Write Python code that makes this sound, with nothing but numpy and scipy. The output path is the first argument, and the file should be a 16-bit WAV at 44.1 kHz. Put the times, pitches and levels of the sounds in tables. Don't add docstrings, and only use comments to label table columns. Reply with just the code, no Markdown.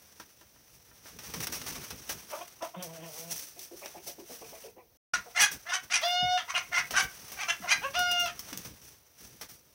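import sys
import numpy as np
from scipy import signal
from scipy.fft import rfft, irfft, next_fast_len
from scipy.io import wavfile
from scipy.ndimage import uniform_filter1d

SR = 44100
rng = np.random.default_rng(int(sys.argv[2]) if len(sys.argv) > 2 else 0)


def transcribe(u):
    v = np.clip(np.atleast_2d(u).T, -1, 1)
    q = np.round(v * 32767).astype(np.int16)
    wavfile.write(sys.argv[1], SR, q)


N = 429534
PEN_END_S, YARD_START_S = 4.972, 5.134

# frequency in Hz, level in dB.
RUSTLE_SPECTRUM = [(120, -19.5), (200, -12), (800, -8.5), (1500, -9.5), (2500, -9), (4000, -11),
                   (8000, -6.5), (16000, -15)]


def amp(db):
    return 10 ** (np.asarray(db) / 20)


def unit_rms(x):
    return x / np.sqrt(np.mean(x ** 2) + 1e-20)


def curve_at(points, hz):
    f, value = np.transpose(points)
    return np.interp(np.log(hz + 1), np.log(f + 1), value)


def colour(x, spectrum):
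    size = next_fast_len(len(x))
    gain = amp(curve_at(spectrum, np.fft.rfftfreq(size, 1 / SR)))
    return unit_rms(irfft(rfft(x, size) * gain, size)[:len(x)])


def wander(count, hz):
    width = int(SR / hz / 2)
    return unit_rms(uniform_filter1d(uniform_filter1d(rng.standard_normal(count), width), width))


def envelopes(rows):
    s, *values = np.transpose(rows)
    t = np.arange(s[0], s[-1], 1 / SR)
    return [np.interp(t, s, column) for column in values]


def swells(t, peak_s, db, rise_s, fall_s):
    age = t - peak_s[:, None]
    distance = np.where(age < 0, -age / np.reshape(rise_s, (-1, 1)), age / np.reshape(fall_s, (-1, 1)))
    return amp(db[:, None] - 20 * distance ** 1.4)


def mids(x):
    return signal.lfilter(*signal.butter(1, [250, 4000], "band", fs=SR), x)


def straw_crackle(grains_per_s=900):
    grains = rng.standard_normal(N) * amp(0.89 * np.minimum(rng.exponential(1, N), 3))
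    grains *= rng.random(N) < grains_per_s / SR
    scrape = rng.standard_normal(40) * np.exp(-np.arange(40) / 9)
    crackle = 0.53 * unit_rms(np.convolve(grains, scrape, "same")) + 0.9 * rng.standard_normal(N)
    return colour(crackle * amp(1.63 * wander(N, 54)), RUSTLE_SPECTRUM)


def scuffle():
    # time in seconds, rustle in dB, low air in dB.
    shuffling = [(0, -60.5, -74), (.55, -65.5, -74), (1.15, -61, -63.5), (1.4, -48, -52.5),
                 (1.75, -51.5, -55), (2.2, -52, -61), (2.55, -72, -72), (3.1, -61.5, -84), (3.9, -66, -73),
                 (4.6, -65.5, -68), (4.78, -103, -78), (5.14, -56.5, -78.5), (6.3, -60, -69),
                 (6.85, -52.5, -64.5), (7.3, -52, -62), (8.4, -55, -59), (8.93, -61, -67.5),
                 (9.02, -69.5, -87), (9.3, -62.5, -62), (9.74, -69, -78)]
    # peak time in seconds, level in dB, rise and fall in seconds, body against treble in dB.
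    swishes = [(.21, -66, 0.028, 0.088, -4), (.77, -64, 0.076, 0.015, -11), (1.07, -55, 0.035, 0.084, 4),
               (1.26, -51, .08, .08, 3), (1.44, -39, 0.056, 0.013, -5.5), (1.55, -47.5, 0.048, 0.064, -2),
               (1.688, -39.5, 0.025, 0.048, 2), (1.85, -52, 0.14, 0.028, 4.5),
               (2.099, -37, 0.014, .05, -0.5), (2.31, -50.5, 0.043, 0.38, 2.5),
               (2.65, -50, 0.036, 0.071, 2.5), (2.85, -49, 0.048, 0.077, -12), (2.94, -55.5, 0.02, 0.11, 4),
               (3.09, -57, 0.053, 0.058, -2), (3.2, -43.5, 0.15, 0.095, -9), (3.32, -39, 0.034, 0.049, -16),
               (3.385, -40, 0.069, 0.14, -9.5), (3.64, -43, 0.075, 0.044, -11), (3.8, -54, 0.11, .1, -15),
               (3.91, -51.5, 0.2, .12, -0.5), (4.085, -42, 0.061, 0.064, -10), (4.2, -55, 0.028, 0.035, -3),
               (4.32, -48, 0.078, 0.17, -4.5), (4.5, -54, .1, 0.16, -3), (4.64, -51.5, 0.098, 0.091, -3),
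               (5.42, -34, 0.037, .05, -11), (5.535, -41, 0.027, 0.032, -1), (5.84, -56, 0.024, 0.017, -2),
               (6.07, -46, 0.08, 0.093, -18), (6.8, -69, .05, 0.041, -4), (6.92, -54, 0.014, .04, 11),
               (7.04, -46, 0.069, .04, 2), (7.34, -59, 0.022, .1, -3), (8.01, -52, 0.071, 0.074, -4.5),
               (8.12, -43.5, .02, 0.028, -11), (8.2, -56, 0.023, .1, -8), (8.49, -52, 0.036, 0.055, 5.5),
               (8.6, -53.5, .06, .06, 0), (8.86, -57.5, 0.055, 0.11, -11), (9.22, -54, 0.045, 0.16, -3.5),
               (9.43, -50, 0.032, 0.034, 2), (9.5, -53.5, 0.018, 0.11, -17)]
    # peak time in seconds, level in dB.
    gusts = [(.21, -80), (.57, -69), (1.4, -52), (1.52, -53), (1.66, -59), (1.95, -54), (2.12, -62),
             (2.66, -64), (4.5, -66), (4.64, -68), (5.14, -54), (5.42, -51), (5.535, -53), (5.84, -62),
             (5.95, -59), (6.24, -48.5), (6.7, -58), (6.8, -60), (6.94, -50), (7.06, -49), (7.34, -65),
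             (7.8, -72), (8.01, -56), (8.12, -56), (8.2, -69), (8.57, -52), (8.68, -56), (9.22, -67),
             (9.43, -59)]
    # frequency in Hz, level in dB.
    air_spectrum = [(15, -43), (25, -16.5), (54, -0.5), (92, -5), (124, -2.5), (248, -7.5), (277, -10),
                    (500, -12), (650, -41.5), (1100, -120)]
    t = np.arange(0, N, 64) / SR
    s, rustle_db, air_db = np.transpose(shuffling)
    *swish_shape, body_db = np.transpose(swishes)
    bed = amp(np.interp(t, s, rustle_db))
    swish = swells(t, *swish_shape)
    treble = bed + swish.sum(axis=0)
    body = bed * amp(1.5) + amp(np.clip(body_db, -15, 10)) @ swish
    gust = swells(t, *np.transpose(gusts), rise_s=0.046, fall_s=0.07)
    low = amp(np.interp(t, s, air_db)) + gust.sum(axis=0)
    treble, body, low = (np.interp(np.arange(N) / SR, t, gain) for gain in (treble, body, low))
    rustle = straw_crackle()
    air = colour(rng.standard_normal(N) * amp(4 * wander(N, 16)), air_spectrum)
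    return treble * rustle + (body - treble) * mids(rustle) + low * air


def hiss(level_db=-67):
    # frequency in Hz, level in dB.
    spectrum = [(18, -36), (30, -11.5), (80, -5), (226, -19), (540, -14.5), (1200, -26), (4000, -27.5),
                (16000, -24.5)]
    return amp(level_db) * colour(rng.standard_normal(N), spectrum)


def wing_slaps():
    # time in seconds, level in dB, mids against treble in dB,
    # t60 in seconds, snap in dB.
    slaps = [(0.1989, -40.5, 10.5, 0.1, -3.5), (0.411, -49, 7, 0.091, -6), (1.1884, -34, 9.5, 0.063, -14),
             (1.3384, -28.5, 6.5, 0.12, -3), (1.4046, -24, 2.5, 0.056, -0.5), (1.428, -25, 2, 0.081, 0),
             (1.4711, -20, 2, 0.053, 1), (1.523, -25, 0, 0.21, -9), (1.5537, -29, -6, 0.083, 3),
             (1.6164, -30, 6.5, 0.057, -1), (1.664, -31, 5.5, 0.15, -11), (1.755, -33, 7, 0.098, -12),
             (1.9061, -29.5, 7, 0.083, -7), (2.0936, -21.5, 2.5, 0.1, -8), (2.6236, -40, 14, 0.08, -1),
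             (2.8259, -24.5, -13, 0.13, -5), (3.5934, -29.5, -19, 0.076, 3), (3.8596, -38, 15.5, 0.052, -1),
             (4.0743, -28, -10, 0.17, -9), (5.5167, -23, -5, 0.075, -6), (6.9084, -25, 7, 0.088, -8),
             (7.319, -28.5, -1, 0.11, -5), (7.9922, -23, -2, 0.078, 7), (8.113, -21.5, 0, 0.062, -10),
             (8.1976, -25, -14, 0.15, -6), (8.2606, -28, -4, 0.067, 1), (8.3938, -27, -6.5, 0.085, 9),
             (8.53, -29, 6.5, 0.06, 3), (8.5753, -25, -19, 0.049, 9), (8.6496, -31, 0, 0.15, -8),
             (8.7638, -53, -13, 0.099, -6), (9.413, -29, 4.5, 0.086, -6), (9.4904, -40, -1, 0.22, -15)]
    t, snap_s = np.arange(round(.2 * SR)) / SR, .002
    for s, db, mids_db, t60, snap_db in slaps:
        burst = colour(rng.standard_normal(len(t)), RUSTLE_SPECTRUM)
        burst += (amp(mids_db) - 1) * mids(burst)
        decay = 0.32 * np.minimum(t / 0.0044, 1) * amp(-60 * t / t60)
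        snap = 0.24 * amp(snap_db - 60 * abs(t - snap_s) / 0.0047)
        yield s - snap_s, amp(db) * burst * (decay + snap)


def hollow_knocks():
    # start in seconds, peak in dB.
    knocks = [(0.2, -33.5), (0.413, -45), (0.562, -50), (0.914, -46.5), (1.058, -40.5)]
    # frequency in Hz, level in dB, t60 in seconds.
    modes = [(330, -6, .04), (635, -4, .04), (970, -3, .045), (1383, -2, .05), (1570, -3, .05),
             (1803, -1, .045), (2450, -8, .04), (3000, -8, .04)]
    t = np.arange(round(.15 * SR)) / SR
    ring = sum(amp(db - 60 * t / t60) * np.sin(2 * np.pi * hz * t) for hz, db, t60 in modes)
    for s, db in knocks:
        yield s, amp(db) * ring / abs(ring).max()


def landing_thuds():
    # start in seconds, level in dB, nominal pitch in Hz, t60 in seconds.
    landings = [(1.339, -44, 96.9, 0.16), (1.369, -39, 132, 0.14), (2.09, -56, 192, 0.16),
                (6.226, -36.5, 118, 0.2), (6.898, -53, 130, 0.17), (7.6, -46.5, 180, 0.26),
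                (8.522, -41.5, 214, 0.2), (8.657, -43, 109, 0.17)]
    t = np.arange(round(.3 * SR)) / SR
    attack = np.minimum(t / 0.0025, 1)
    for s, db, hz, t60 in landings:
        cycles = hz * (.8 * t + 0.011 * (1 - np.exp(-t / 0.012)))
        yield s, amp(db - 60 * t / t60) * np.sin(2 * np.pi * cycles) * attack


def harmonics(hz, jitter, throat, top_hz, tilt_db=0, flicker_db=4.5, flicker_hz=40,
              beak_hz=None, shares_db=None):
    cycles = np.cumsum(hz * (1 + jitter * wander(len(hz), 226))) / SR
    orders = np.arange(1, int(top_hz / hz.max()))[:, None]
    partial_hz = orders * hz
    db = curve_at(throat, partial_hz) + tilt_db * np.log2(partial_hz / 1500)
    if beak_hz is not None:
        db += 9 * np.exp(-(np.log2(partial_hz / beak_hz) / .3) ** 2)
    gain = amp(db + flicker_db * np.array([wander(len(hz), flicker_hz) for _ in orders]))
    gain /= np.sqrt((gain ** 2).sum(axis=0))
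    if shares_db:
        second_db, high_db = shares_db
        high = gain * np.clip((partial_hz - 3000) / 300, 0, 1)
        gain = gain - high + high * amp(high_db) / np.sqrt((high ** 2).sum(axis=0))
        gain[1] = amp(second_db)
    return np.sqrt(2) * (gain * np.cos(2 * np.pi * orders * cycles + orders ** 2)).sum(axis=0)


def rooster_voice(rows, throat, hoarseness):
    effort_db, hz = envelopes(rows)
    voice = harmonics(hz, 0.194 * hoarseness, throat, top_hz=4000, flicker_hz=30)
    return amp(effort_db) * voice * signal.windows.tukey(len(hz), .06)


def sharp_clucks():
    # start, rise and fall in seconds, peak effort in dB, pitch in Hz.
    clucks = [(2.308, 0.029, .085, -35.5, 310), (2.385, 0.033, 0.036, -40, 334.3),
              (2.605, 0.026, 0.065, -33.5, 328), (2.735, .014, 0.028, -40.5, 345)]
    # frequency in Hz, gain in dB.
    throat = [(200, -46), (330, -11), (640, 7.5), (970, 1.5), (1300, -4), (1800, -16), (3000, -12.5),
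              (4500, -35)]
    for s, rise, fall, db, hz in clucks:
        rows = [(s, db - 24, hz), (s + rise, db, hz), (s + rise + fall, db - 28, 1.02 * hz)]
        yield s, rooster_voice(rows, throat, hoarseness=0.37)


def croon():
    # time in seconds, effort in dB, pitch in Hz.
    contour = [(2.757, -41.5, 179), (2.821, -46, 185.7), (2.875, -49.5, 158.1), (2.923, -53, 165.5),
               (3.017, -49.5, 158), (3.037, -48, 171.5), (3.133, -55.5, 147), (3.193, -54, 164.3),
               (3.309, -50, 170.7), (3.339, -55, 149), (3.36, -56, 163.7)]
    # frequency in Hz, gain in dB.
    throat = [(120, -0.5), (170, -4.5), (330, -14), (500, -3.5), (660, -1), (820, -15.5), (980, -14.5),
              (1300, -25.5), (3000, -21.5)]
    yield contour[0][0], rooster_voice(contour, throat, hoarseness=0.132)


def soft_clucks():
    # start in seconds, level in dB, pitch in Hz, tilt in dB per octave.
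    clucks = [(3.56, -56, 189.7, 6), (3.71, -48, 181.5, 3), (3.815, -48, 193.5, 10.5),
              (3.942, -48, 189.4, 7.5), (4.062, -49.5, 179, 3.5), (4.178, -49, 182, 1.5),
              (4.292, -49, 237, -2), (4.41, -48.5, 241, 4.5), (4.52, -50, 232, 8), (4.635, -48, 231.8, 4),
              (4.762, -52.5, 245.3, 5.5), (5.255, -51.5, 241, -0.5)]
    # frequency in Hz, gain in dB.
    throat = [(150, -6.5), (250, -16), (370, 8.5), (490, 1), (720, -4.5), (1000, -15.5), (1400, -49),
              (2500, -29)]
    rise_s = .016
    age = np.arange(round(.12 * SR)) / SR / rise_s
    jitter = 0.066 + 0.212 * np.exp(-age)
    for s, db, hz, tilt_db in clucks:
        voice = harmonics(np.full(len(age), hz), jitter, throat, 2900, tilt_db, flicker_db=7)
        yield s, amp(db) * voice * age * np.exp(1 - age)


def hen_voice(rows, roughness):
    # frequency in Hz, gain in dB.
    clear_throat = [(400, -10.5), (720, 2), (1100, -5), (1430, -3.5), (2150, -12), (2850, -9.5),
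                    (3600, -13), (4300, -13), (5000, -11.5), (5800, -21.5), (7200, -25.5), (12000, -60.5)]
    # frequency in Hz, gain in dB.
    hoarse_throat = [(300, -31), (700, -5.5), (1100, -2), (1600, -1.5), (2300, -5.5), (2900, -7),
                     (3600, -14), (5000, -17), (6500, -15), (9000, -23), (14000, -39.5)]
    effort_db, hz, beak_hz, tilt_db, *shares_db = envelopes(rows)
    tilt_db, count = np.clip(tilt_db, -8, 8), len(hz)
    clear = harmonics(hz, .003, clear_throat, 11000, tilt_db, flicker_db=3.2, flicker_hz=11,
                      beak_hz=beak_hz, shares_db=shares_db)
    unsteady_hz = hz * (1 + .045 * wander(count, 26))
    whole = harmonics(unsteady_hz, .019, hoarse_throat, 13000, tilt_db, beak_hz=beak_hz)
    octave_down = harmonics(unsteady_hz / 2, .026, hoarse_throat, 13000, tilt_db, beak_hz=beak_hz)
    breath = colour(rng.standard_normal(count), hoarse_throat)
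    hoarse = (.72 * whole + .65 * octave_down + .25 * breath) * amp(2.5 * wander(count, 120))
    rough = roughness(np.linspace(0, 1, count))
    smooth = (1 - rough) ** 2
    voice = (smooth * clear + rough * hoarse) / np.hypot(smooth, rough)
    return amp(effort_db) * voice * signal.windows.tukey(count, .12)


def squawks():
    # start, rise, hold and fall in seconds, peak effort in dB,
    # pitch and beak resonance in Hz, tilt in dB per octave.
    calls = [(5.135, 0.0017, 0.0029, .06, -24.5, 710, 1410, 3.5),
             (5.345, .075, .015, .06, -20.5, 801, 1870, 7),
             (5.648, 0.092, .015, 0.044, -29.5, 737, 1587, 3.5),
             (5.895, 0.055, 0.014, .045, -27, 775, 2410, 6.5),
             (6.475, 0.024, 0.0085, .04, -35.5, 555, 1330, 3), (6.535, 0.024, .015, .07, -29, 719, 2740, 1),
             (6.712, .035, 0.045, .055, -28, 744, 2080, 1), (6.93, 0.039, 0.038, .06, -26, 777, 1660, 3.5),
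             (7.36, 0.055, .02, .045, -36.5, 844, 2380, 2),
             (7.475, 0.021, 0.0095, .055, -28, 744, 2880, 2.5),
             (7.615, 0.029, 0.019, .02, -40, 690, 1150, -6), (7.668, .05, .012, .06, -25, 792.6, 2220, 4.5)]
    for s, rise, hold, fall, db, hz, beak_hz, tilt_db in calls:
        rows = [(s, db - 27, .82 * hz, beak_hz, tilt_db - 9.5),
                (s + rise / 4, db - 12, .91 * hz, beak_hz, tilt_db - 4.75),
                (s + rise, db, hz, beak_hz, tilt_db),
                (s + rise + hold, db, .97 * hz, .94 * beak_hz, tilt_db),
                (s + rise + hold + fall, db - 34, .88 * hz, .88 * beak_hz, tilt_db)]
        yield s, hen_voice(rows, lambda progress: np.interp(progress, [0, .12, .25], [.5, .6, .9]))


def cries(attack_s=0.037, release_s=0.073):
    # start and length in seconds, effort in dB, first and target pitch in Hz,
    # settling time in seconds, beak resonance in Hz, tilt in dB per octave,
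    # shares in dB of the second partial and of the partials above about 3 kHz.
    calls = [(6.005, 0.44, -29.5, 675.5, 728.6, 0.097, 3370, -0.4, -17, -8),
             (7.815, 0.092, -33.5, 558, 548, 0.22, 2640, -0.5, 1, -31),
             (7.927, .4, -31, 725.6, 675, .5, 3000, 2.5, -5, -12.5)]
    for s, length, db, first_hz, target_hz, settle, beak_hz, tilt_db, second_db, high_db in calls:
        t, held = np.linspace(0, length, 60), length - release_s
        effort_db = db + np.interp(t, [0, attack_s, max(held, attack_s), length], [-14, 0, 0, -24])
        note_hz = target_hz + (first_hz - target_hz) * np.exp(-t / settle)
        scoop = 1 - .3 * np.exp(-(t / 0.016) ** 2 / 2)
        droop = 1 - 0.0783 * np.clip((t - max(held, .07) + 0.0097) / release_s, 0, 1)
        bright_db = high_db + 8 * np.exp(-t / .05)
        curves = s + t, effort_db, note_hz * scoop * droop, beak_hz, tilt_db, second_db, bright_db

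        def roughness(progress):
            age = progress * length
            catch = np.interp(age, [0, .026, .05, .13], [.5, .4, .12, .04])
            croak = .65 * np.clip((age - max(held, .06)) / 0.012, 0, 1)
            return np.maximum(catch, croak)

        yield s, hen_voice(np.column_stack(np.broadcast_arrays(*curves)), roughness)


def reflections(x, decays):
    taps = np.zeros(SR // 2)
    slots = np.arange(260, len(taps) - 20, 20)
    taps[slots + rng.integers(0, 20, len(slots))] = rng.choice([-1., 1.], len(slots))
    hz, t, bands = signal.stft(taps, SR, nperseg=256)
    tail = signal.istft(bands * amp(-60 * t / curve_at(decays, hz)[:, None]), SR, nperseg=256)[1]
    return signal.fftconvolve(x, tail / np.linalg.norm(tail))[:N]


def scene():
    # frequency in Hz, t60 in seconds.
    pen_decays = [(300, 0.2), (1500, 0.13), (4000, 0.11), (10000, 0.03)]
    # frequency in Hz, t60 in seconds.
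    yard_decays = [(300, 0.14), (1500, 0.23), (4000, 0.17), (10000, 0.12)]
    direct = np.zeros(N)
    for source in (croon, squawks, cries, sharp_clucks, soft_clucks,
                   wing_slaps, landing_thuds, hollow_knocks):
        for s, sound in source():
            part = direct[round(s * SR):][:len(sound)]
            part += sound[:len(part)]
    background = hiss()
    in_pen = np.arange(N) < YARD_START_S * SR
    pen = amp(-12.5) * reflections(direct * in_pen, pen_decays)
    yard = amp(-7.5) * reflections(direct * ~in_pen, yard_decays)
    return (direct + pen + yard + scuffle() + background)[None]


def record(dry, top_hz=15850):
    # frequency in Hz, gain in dB.
    mic_response = [(4300, 1.5), (5100, 3.5), (5800, 9.5), (6400, 4), (7000, -8), (8600, -3), (9900, 0.5),
                    (11200, -3), (15000, 8), (16000, 8)]
    hz, t = np.linspace(0, SR / 2, 513), np.arange(N) / SR
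    mic = signal.firwin2(401, hz, amp(curve_at(mic_response, hz)), fs=SR)
    heard = signal.oaconvolve(dry, mic[None], "same")
    heard = signal.lfilter(*signal.butter(2, 48, "high", fs=SR), heard)
    gate = np.clip((PEN_END_S - t) / 0.0014, 0, 1) + np.clip((t - YARD_START_S) / 0.00054, 0, 1)
    lowpass = signal.firwin(511, top_hz, window=("kaiser", 9), fs=SR)
    return signal.oaconvolve(heard * gate, lowpass[None], "same")


dry = scene()
out = record(dry)
transcribe(out)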